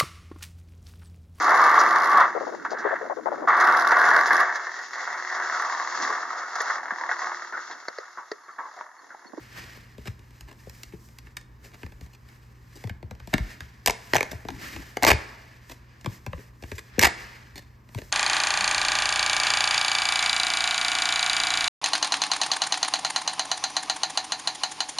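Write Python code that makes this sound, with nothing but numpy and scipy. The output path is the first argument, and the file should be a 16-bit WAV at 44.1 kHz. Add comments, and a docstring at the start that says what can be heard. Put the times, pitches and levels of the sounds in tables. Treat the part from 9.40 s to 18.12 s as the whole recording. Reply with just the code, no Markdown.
"""A soft slide of card on card, then light taps: hands unfold a strip of stiff tickets over a woven table
mat and tear two off along the perforations. Cards scuff and flop, folded creases snap, the stack drags on
the mat and paper bridges rip in quick runs. Every click crosses the card as a bending wave, treble first.
Indoors, in a small room with a mains hum; a pair of microphone ports sits close to the hands."""
import sys
import numpy as np
from scipy import signal
from scipy.fft import rfft, irfft
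from scipy.io import wavfile
from scipy.ndimage import uniform_filter1d

SR = 44100
rng = np.random.default_rng(int(sys.argv[2]) if len(sys.argv) > 2 else 0)


def output_pcm(signal):
    """Save a mono or channel-first signal as 16-bit PCM at the path in sys.argv[1].

    Samples are clipped to [-1, 1] before scaling.
    """
    pcm = np.clip(np.atleast_2d(signal).T, -1, 1) * 32767
    wavfile.write(sys.argv[1], SR, np.round(pcm).astype(np.int16))


N = 384552
TIME, HZ = np.arange(N) / SR, np.arange(N // 2 + 1) * SR / N

# Event levels are relative within a column; each source adds its own gain.
# still air in the room (frequency [Hz], level [dB])
AIR_SPECTRUM = [(20, -34.5), (35, -7.5), (55, 2), (100, -4), (160, -11), (230, -12), (400, -19), (700, -28),
                (1000, -19), (1400, -25.5), (1900, -29), (3500, -46.5), (8000, -58), (15000, -42.5)]
# tones of the mains hum (frequency [Hz], rms level [dB])
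HUM_TONES = [(60, -59.5), (120, -54.5), (221, -70.5)]
# card sliding on card and skin (time of full speed [s], rise [s], fall [s], rub [dB], gloss [dB])
SLIDE_STROKES = [(0.02, .1, 0.16, -52.5, -62.5), (0.18, .17, 0.41, -43, -55.5),
                 (0.68, 0.1, 0.071, -52, -58), (0.971, 0.51, 0.38, -61.5, -69),
                 (1.37, 0.39, 0.29, -56, -59.5), (1.66, 0.22, .2, -67, -61), (1.88, 0.21, 0.12, -60, -69),
                 (1.98, .04, .1, -63, -68), (2.245, 0.034, 0.13, -54.5, -58.5),
                 (2.41, 0.14, 0.28, -60, -64), (2.64, .1, 0.14, -59.5, -64.5),
                 (2.92, 0.27, 0.44, -58.5, -66), (3.42, 0.31, 0.15, -56.5, -62.5),
                 (3.82, 0.16, .2, -62, -76), (3.901, .04, 0.34, -53, -59.5),
                 (4.115, 0.21, 0.12, -46.5, -57), (4.22, .06, 0.52, -54, -66.5),
                 (4.7, 0.24, 0.54, -51, -56.5), (4.95, .1, .5, -64, -63.5), (5.235, .13, 0.47, -40, -49.5),
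                 (5.8, .1, 0.77, -49, -62.5), (6.31, 0.1, .1, -61, -59.5), (6.55, 0.71, .5, -61, -87),
                 (6.732, 0.15, 0.14, -52.5, -56.5), (7.02, 0.19, 0.13, -54.5, -60),
                 (7.299, 0.14, 0.31, -55, -57.5), (7.56, 0.16, 0.11, -50.5, -75.5),
                 (7.81, 0.12, 0.41, -44.5, -59), (8.18, .08, 0.13, -63, -67.5),
                 (8.58, 0.12, 0.32, -57, -57.5)]
# card rubbing (frequency [Hz], level [dB])
RUB_SPECTRUM = [(200, -3.5), (600, -7), (1000, -6.5), (1400, -2), (1800, 1), (2600, -4.5), (3500, -11.5),
                (5000, -9.5), (8000, -23.5), (15000, -37.5)]
# fine hiss of the glossy faces (frequency [Hz], level [dB])
GLOSS_SPECTRUM = [(1500, -25), (3500, -8), (5500, 0), (8000, -3.5), (12000, -4), (15500, -9)]
# edges and fingers tapping the stack (time [s], level [dB], bass [dB], treble [dB], flop level [dB])
STACK_TAPS = [(0.3721, -48, 7, 1, -43), (0.5818, -49.5, 21, 4, -35.5), (0.6732, -33.5, -2, -3.5, -25.5),
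              (1.0093, -43, 2.5, 8, -40), (1.2704, -58.5, 30, -7, -40), (1.297, -44.5, -10, 6.5, -45),
              (1.4338, -37.5, 1, 10, -44), (1.5338, -57, 28.5, -8, -39), (1.7866, -42.5, -12, 4.5, -57),
              (1.87, -43.5, -9, -11, -55), (1.9696, -29.5, -9, 4, -47), (2.4319, -35, 4.5, -11, -29.5),
              (2.4638, -41, -0.5, -7, -48), (2.5214, -48, 3, -3.5, -41), (2.6116, -48, 7, 4, -33),
              (3.4395, -38.5, 8.5, -2, -21.5), (3.4733, -42.5, 8, 0, -40), (3.4953, -31, -1, -5, -27.5),
              (3.6281, -45.5, 17, -5, -28), (3.711, -39, 7.5, -3.5, -32), (3.8014, -43.5, 3, -6, -36.5),
              (3.8742, -44.5, 13.5, 4, -42.5), (3.939, -13.5, 4, -5, -37), (3.9809, -26, -2, -3, -39),
              (4.206, -31, -2.5, -3.5, -33), (4.929, -47.5, 23, 5.5, -27), (5.0506, -42, 14.5, -5, -44.5),
              (5.0864, -29.5, -1, -6, -30.5), (5.1038, -38, 6, 0, -47), (5.3632, -34, 5, -4.5, -35.5),
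              (6.646, -37, 11.5, -1, -37), (6.6605, -28.5, 6, -4.5, -19.5), (6.8642, -32.5, 5, -2.5, -25.5),
              (6.932, -32.5, 8, -17.5, -30.5), (7.225, -45, 10.5, 3.5, -31.5),
              (7.2371, -37.5, 3.5, -8, -41.5), (7.3174, -30.5, 4.5, -4.5, -27.5),
              (7.5818, -35, 22.5, -11, -24.5), (8.4903, -50, 5.5, -2, -57), (8.5478, -38, 5, 1, -22.5),
              (8.618, -40, 6, 0, -41)]
# the card's response to a click (frequency [Hz], level [dB])
CARD_SPECTRUM = [(40, 6), (130, -1), (260, -3.5), (450, -3), (900, -1.5), (1250, -8), (1700, -3),
                 (2400, -4), (3300, -10.5), (4700, -12), (8000, -17.5), (12500, -20.5), (15300, -25.5)]
# faint ringing tones that follow every click (frequency [Hz], level [dB], t60 [s])
RING_TONES = [(452, -65.5, 0.28), (700, -68, .12), (813, -78.5, .12), (940, -73, 0.081), (1820, -60, 0.23),
              (2430, -60.5, .1)]
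# colour of the room's reverberation (frequency [Hz], level [dB])
REVERB_SPECTRUM = [(60, -3.5), (250, 3), (600, -3.5), (1200, 0), (1700, 1.5), (2600, -4), (5000, -1.5),
                   (9000, -3.5), (15000, -2.5)]
# decay of the room (frequency [Hz], t60 [s])
REVERB_DECAY = [(100, 0.41), (500, 0.93), (1700, 1), (5000, 0.79), (9000, 0.58), (15000, 0.11)]
# card edges scuffing (start [s], end [s], level [dB], bass [dB], treble [dB])
EDGE_SCUFFS = [(0.655, 0.682, -38.5, 5, 0), (1.075, 1.12, -48.5, 7, -2.5), (1.52, 1.55, -53.5, -6, -5),
               (2.235, 2.28, -57, 10.5, 5), (2.315, 2.358, -49, -0.5, -2.5), (2.725, 2.762, -54.5, 1, 5),
               (3.352, 3.378, -55.5, 12.5, 11), (3.93, 3.938, -26.5, 10, -9), (4.908, 4.925, -36, 3, 4.5),
               (5.727, 5.733, -22.5, 7, -2), (6.293, 6.325, -42, 0.5, 1.5), (6.975, 7.01, -51.5, 9, -17),
               (7.352, 7.362, -50, -7.5, 12), (7.378, 7.398, -34, -6.5, -1), (8.155, 8.197, -42, 3.5, 5),
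               (8.575, 8.595, -38, 8, -1.5)]
# the strip springing back as a fold or tear lets go (time [s], level [dB], mid-glide pitch [Hz])
STRIP_RECOILS = [(3.997, -18, 56.8), (4.491, -38, 108), (4.761, -25.5, 138), (5.632, -29, 107),
                 (5.708, -17, 71.4), (5.738, -22, 80), (7.638, -24.5, 80)]
# creases and single bridges snapping (time [s], level [dB], bass [dB], treble [dB])
CREASE_SNAPS = [(4.4615, -19.5, -10, 9.5), (4.4748, -14, -4.5, 2), (4.4809, -20, 4.5, 2),
                (4.4981, -18.5, 4.5, -1.5), (4.5075, -30, -1, 10.5), (4.7353, -11.5, -2.5, -6),
                (4.7464, -22, 1, 3.5), (4.7542, -21, 3.5, -3), (4.761, -15, 0, -8.5),
                (4.7666, -16, -10, 0.5), (4.7829, -22, -0.5, -5.5), (4.8085, -14.5, -3.5, -7.5),
                (4.8294, -25, 5, 1.5), (5.5709, -24, 6, -2), (5.6253, -20.5, 3.5, -1), (5.6331, -22, 9, 6),
                (5.6398, -11.5, -9.5, -13), (5.6492, -15.5, 1, -2), (7.5936, -12, -15, 5),
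                (7.6044, -23.5, -6.5, -7.5), (7.6124, -22, -6, 5), (7.6166, -22.5, -3, 7.5)]
# the stack dragging on the mat (time [s], level [dB])
DRAG_LEVELS = [(5.05, -52.5), (5.09, -39), (5.126, -38.5), (5.29, -50), (5.316, -53.5), (5.364, -40.5),
               (5.414, -40), (5.45, -84.5)]
# rumble of the weave (frequency [Hz], level [dB])
MAT_SPECTRUM = [(100, 0.5), (200, -5), (330, 1.5), (450, -23), (800, -51.5), (3000, -63.5)]
# runs of perforation giving way (start [s], end [s], level [dB], bass [dB], treble [dB])
PERFORATION_RIPS = [(5.667, 5.698, -14, 3, 0), (5.703, 5.719, -10, -3, -5), (7.624, 7.627, -16, -6, 2),
                    (7.628, 7.633, -11, -4, 3), (7.635, 7.641, -8, -5, -3), (7.645, 7.661, -10, -7, -2),
                    (7.669, 7.676, -18, 3, 0)]
# balance of close sound at the ports (frequency [Hz], left minus right [dB])
MIC_BALANCE = [(60, 0.5), (250, 6.5), (900, 5.5), (1150, 7.5), (1450, 2), (1750, -11), (2100, -2.5),
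               (3000, 0), (16000, 1.5)]
# phase between the ports (frequency [Hz], lead of the left [rad])
MIC_PHASE = [(100, .2), (1050, 0), (1400, -2.6), (1750, -.2), (2800, .55), (4500, 0), (5600, -.85),
             (6700, -.2), (8200, -1), (9400, -2.7), (10600, -3.6), (13000, -6.1), (15500, -9.2)]
# width of diffuse sound at the ports (frequency [Hz], share of power in opposite phase [0-1])
MIC_SPREAD = [(150, .01), (400, 0.12), (800, 0.4), (1300, 0.31), (2200, 0.093), (16000, 0.013)]


def from_db(db):
    """Decibels to gain."""
    return 10 ** (np.asarray(db) / 20)


def at_hz(points, hz):
    """Read a table on a log-frequency axis."""
    known_hz, values = np.transpose(points)
    return np.interp(np.log(np.maximum(hz, 1)), np.log(known_hz), values)


def rms_one(x):
    """Scale to unit rms."""
    return x / np.sqrt(np.mean(x ** 2) + 1e-20)


def coloured(x, spectrum):
    """Give a signal a spectrum, at unit rms."""
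    return rms_one(irfft(rfft(x) * from_db(at_hz(spectrum, HZ)), N))


def drift(rate_hz):
    """Slow random wander at unit rms."""
    return rms_one(irfft(rfft(rng.standard_normal(N)) / (1 + (HZ / rate_hz) ** 2), N))


def add(out, start_s, sound):
    """Mix a sound in at a time."""
    at = int(round(start_s * SR))
    first, last = max(at, 0), min(at + len(sound), N)
    out[first:last] += sound[first - at:last - at]


def diffuse_pair(mid, side):
    """Two unrelated sounds become one diffuse field at the two ports."""
    spread = np.clip(at_hz(MIC_SPREAD, HZ), 0, 1)
    return irfft(np.sqrt(1 - spread) * rfft(mid) + np.sqrt(spread) * rfft(side) * [[1], [-1]], N)


def room_tone():
    """Still air all round the microphone, and a mains hum in the centre."""
    air = diffuse_pair(*[coloured(rng.standard_normal(N), AIR_SPECTRUM) for _ in range(2)])
    hum = sum(from_db(db) * np.sqrt(2) * np.sin(2 * np.pi * hz * TIME + 0.19 * drift(2))
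              for hz, db in HUM_TONES)
    return from_db(-54) * air + hum


def stroke_gains(grip_rub_db=-71.5, grip_gloss_db=-81, range_db=21):
    """Rub and gloss gains: strokes gather speed and coast to rest; in between, cards creep in the grip."""
    power = from_db(np.array([[grip_rub_db], [grip_gloss_db]]) + drift(4.5)) ** 2
    for s, rise_s, fall_s, rub_db, gloss_db in SLIDE_STROKES:
        t = np.arange(-2 * rise_s, 2 * fall_s, 1 / SR)
        speed = from_db(-range_db * np.maximum(-t / rise_s, t / fall_s))
        add(power[0], s + t[0], (from_db(rub_db) * speed) ** 2)
        add(power[1], s + t[0], (from_db(gloss_db) * speed) ** 2)
    return np.sqrt(power)


def sliding(rub_gain, gloss_gain, catches_per_s=350, resonance_hz=1780, resonance_width_hz=200):
    """Friction and catching fibres hiss with a narrow resonance; glossy faces add a finer hiss."""
    catches = (rng.random(N) < catches_per_s / SR) * rng.choice([-1, 1], N)
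    catches = catches * from_db(2.7 * np.minimum(rng.exponential(1, N), 4))
    friction = coloured(rng.standard_normal(N) + from_db(-8.5) * rms_one(catches), RUB_SPECTRUM)
    peak_filter = signal.iirpeak(resonance_hz, resonance_hz / resonance_width_hz, fs=SR)
    resonance = signal.lfilter(*peak_filter, friction)
    rub = from_db(1) * rub_gain * rms_one(friction + from_db(-11.5) * resonance)
    gloss = from_db(3) * gloss_gain * coloured(rng.standard_normal(N), GLOSS_SPECTRUM)
    flutter = from_db(1.5 * drift(23))
    return flutter * (rub + gloss)


def add_clicks(out, times, strengths, length_s, db, colour, travel_ms, echo, ring_db, ring_s):
    """Bending waves cross the card (in travel_ms at 1 kHz, treble sooner) and return from its edges."""
    size, path_count, lead_s = 6144, 3, 512 / SR
    hz, t = np.arange(size // 2 + 1) * SR / size, TIME[:size]
    crossing_cycles = 2 * travel_ms * np.sqrt(hz / 1000)  # speed grows with the root of frequency
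    wave = np.zeros(len(hz), complex)
    for s, strength in zip(times, strengths):
        paths = 1 + np.arange(path_count) * rng.uniform(0.347, 0.915, path_count)
        heights = echo ** np.arange(path_count) * rng.choice([-1, 1], path_count)
        delay_s = lead_s + s - times[0] - travel_ms / 2500
        cycles = hz * delay_s + paths[:, None] * crossing_cycles
        wave += strength * heights @ np.exp(-2j * np.pi * cycles)
    # later reflections merge into a short ring of the sheet
    ring = rng.standard_normal(size) * np.exp(-t / ring_s) * (1 - np.exp(-t / 0.00011))
    wave *= 1 + from_db(ring_db) * rfft(ring / np.linalg.norm(ring))
    card = from_db(at_hz(CARD_SPECTRUM, hz))
    wave *= card * from_db(at_hz(colour, hz))
    # the midrange sets the level, averaged over length_s
    middle = (hz > 1200) & (hz < 3500)
    middle_share = np.sum(card[middle] ** 2) / np.sum(card ** 2)
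    energy = 2 * np.sum(np.abs(wave[middle]) ** 2) / size / middle_share
    add(out, times[0] - lead_s, from_db(db) * np.sqrt(length_s * SR / energy) * irfft(wave, size))


def single_clicks(rows, colour, gain_db, spread_s, lesser_db, lesser_count=5, **bending):
    """One main impulse a row, with lesser fibres or edges going just before and after it."""
    out = np.zeros(N)
    for s, db, bass_db, treble_db, *_ in rows:
        times = s + np.r_[0, spread_s * np.clip(rng.normal(.2, 1, lesser_count), -2, 2)]
        strengths = np.r_[1, from_db(lesser_db) * rng.uniform(.4, 1, lesser_count)]
        add_clicks(out, times, strengths, 0.005, db + gain_db, colour(bass_db, treble_db), **bending)
    return out


def contact_colour(bass_db, treble_db):
    """A touch pushes the whole sheet, so its weight lies low."""
    return [(70, bass_db - 3.5), (170, bass_db + 0.5), (400, bass_db + 1), (650, bass_db - 4.5),
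            (1150, 0.0006), (2400, 0.0033), (5500, treble_db)]


def taps(tick_count=20, tick_db=-54, tick_bass_db=4, tick_treble_db=4):
    """Edges and fingers tap the stack; edges also brush in light ticks at random during the strokes."""
    chosen = rng.integers(0, len(SLIDE_STROKES), tick_count)
    stroke_s, rise_s, fall_s = np.array(SLIDE_STROKES)[chosen, :3].T
    times = stroke_s + rng.uniform(-rise_s, fall_s) / 2
    ticks = [(s, tick_db + 2 * rng.standard_normal(), tick_bass_db, tick_treble_db)
             for s in times if s < TIME[-1]]
    return single_clicks(STACK_TAPS + ticks, contact_colour, gain_db=0.5, spread_s=.001,
                         lesser_db=-6.5, travel_ms=3.4, echo=0.44, ring_db=-5.5, ring_s=0.0059)


def click_ring(clicks):
    """Faint ringing tones follow every click."""
    t = TIME[:SR // 4]
    tones = sum(from_db(db - 60 * t / t60) * np.sin(2 * np.pi * hz * t) for hz, db, t60 in RING_TONES)
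    return signal.fftconvolve(clicks, tones)[:N]


def room_reverb(direct, wet_db=-16):
    """The small room answers behind the close cards, dying at its own rate in each octave."""
    t, hz = TIME[:SR], np.arange(SR // 2 + 1)
    noise = rfft(rng.standard_normal(SR)) * from_db(at_hz(REVERB_SPECTRUM, hz))
    tail = np.zeros(SR)
    for low_hz in 43 * 2. ** np.arange(9):
        band = irfft(noise * (hz >= low_hz) * (hz < 2 * low_hz), SR)
        tail += band * np.exp(-np.log(1000) * t / at_hz(REVERB_DECAY, low_hz * np.sqrt(2)))
    tail *= (1 - np.exp(-t / 0.0044)) * (1 + 3.26 * np.exp(-t / 0.037))  # near walls answer first
    return from_db(wet_db) * signal.fftconvolve(direct, tail / np.linalg.norm(tail))[:N]


def flops(gain_db=-3, lag_s=.010, swell_cycles=0.92, sag=0.38, octaves_per_db=0.06):
    """A tapped or released card swings briefly; its slowest waves come last, so the pitch sags."""
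    out, t = np.zeros(N), TIME[:SR // 4]
    # louder flops after a tap are pitched higher
    after_taps = [(s + lag_s, db, 82.9 * 2 ** (octaves_per_db * (db + 30.5)))
                  for s, *_, db in STACK_TAPS]
    for s, db, hz in after_taps + STRIP_RECOILS:
        age = t * hz / swell_cycles
        phase = 2 * np.pi * np.cumsum(hz * (1 - sag + 2 * sag * np.exp(-age / 2))) / SR
        swing = age * np.exp(1 - age) * np.sin(phase)  # builds up, then the mat damps it
        upper_ratio = 1.9 * rng.uniform(0.71, 1.15)  # a higher bending mode, which starts sooner
        upper = (1 - np.exp(-6 * age)) * np.exp(-.7 * age) * np.sin(upper_ratio * phase)
        add(out, s, from_db(db + gain_db) * (swing + from_db(-4) * upper))
    return out


def click_runs(rows, colour, gain_db, per_s, uneven_db, first_db, swell, **bending):
    """Bridges or fibres let go in turn, at uneven steps and strengths, swelling toward the middle."""
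    out = np.zeros(N)
    for start, end, db, bass_db, treble_db in rows:
        length_s = end - start
        count = max(2, int(length_s * per_s))
        progress = (np.arange(count) + rng.uniform(0.11, 0.98, count)) / count
        strengths = from_db(uneven_db * np.clip(rng.standard_normal(count), -2, 2))
        strengths *= np.sin(np.pi * progress) ** swell
        strengths[0] *= from_db(first_db)
        times = start + length_s * (progress - progress[0])
        add_clicks(out, times, strengths, length_s, db + gain_db, colour(bass_db, treble_db),
                   echo=0.47, ring_s=0.0036, **bending)
    return out


def scuffs():
    """A card edge scrapes in a ragged run of small catches."""
    return click_runs(EDGE_SCUFFS, contact_colour, gain_db=-1.5, per_s=540, uneven_db=7.5,
                      first_db=-7, swell=0.19, travel_ms=2.2, ring_db=0)


def fracture_colour(bass_db, treble_db):
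    """Breaking fibres move a small patch of card: little deep bass, a flap's bark just above 2 kHz."""
    return [(110, bass_db - 11.5), (210, bass_db - 7.0), (380, bass_db), (750, bass_db + 0.5),
            (1400, -0.77), (2200, 1), (3300, treble_db / 2 - 3.0), (5200, treble_db)]


def snaps():
    """A crease or a single bridge gives way in a tight cluster of breaking fibres."""
    return single_clicks(CREASE_SNAPS, fracture_colour, gain_db=0.5, spread_s=0.000723,
                         lesser_db=-2.5, travel_ms=1.513, echo=0.68, ring_db=-11, ring_s=0.0054)


def dragging(gain_db=-1.5):
    """The stack rumbles dully over the weave of the mat."""
    times, levels_db = np.transpose(DRAG_LEVELS)
    moving = uniform_filter1d(1. * ((TIME > times[0]) & (TIME < times[-1])), size=1500)
    envelope = from_db(gain_db + np.interp(TIME, times, levels_db)) * moving
    return envelope * coloured(rng.standard_normal(N), MAT_SPECTRUM)


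def rips():
    """Paper bridges tear along the perforation; the first to go releases the built-up strain."""
    return click_runs(PERFORATION_RIPS, fracture_colour, gain_db=0.5, per_s=520, uneven_db=2.5,
                      first_db=4, swell=.1, travel_ms=1.52, ring_db=-10.5)


def scene():
    """The cards close to the two microphone ports, with the room behind them."""
    clicks = snaps() + taps() + rips() + scuffs()
    cards = clicks + click_ring(clicks) + flops() + dragging()
    rub_gain, gloss_gain = stroke_gains()
    hiss = diffuse_pair(sliding(rub_gain, gloss_gain), sliding(rub_gain, gloss_gain))
    left_right = np.array([[.5], [-.5]])  # each port takes half of the balance and phase
    balance = from_db(at_hz(MIC_BALANCE, HZ) * left_right)
    close = irfft(rfft(cards) * balance / np.sqrt(np.mean(balance ** 2, axis=0)), N)
    reverb = diffuse_pair(room_reverb(cards), room_reverb(cards))
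    ports = close + hiss + reverb + room_tone()
    return irfft(rfft(ports) * np.exp(1j * at_hz(MIC_PHASE, HZ) * left_right), N)


def record(dry, low_cut_hz=36, high_cut_hz=16200):
    """The microphone chain cuts the deepest rumble, rounds the loudest peaks and cuts the top."""
    low_cut = signal.sosfilt(signal.butter(3, low_cut_hz, "high", fs=SR, output="sos"), dry)
    rounded = 1.108 * np.tanh(low_cut / 1.076)
    return signal.sosfilt(signal.ellip(10, .2, 80, high_cut_hz, fs=SR, output="sos"), rounded)


dry = scene()
out = record(dry)
output_pcm(out)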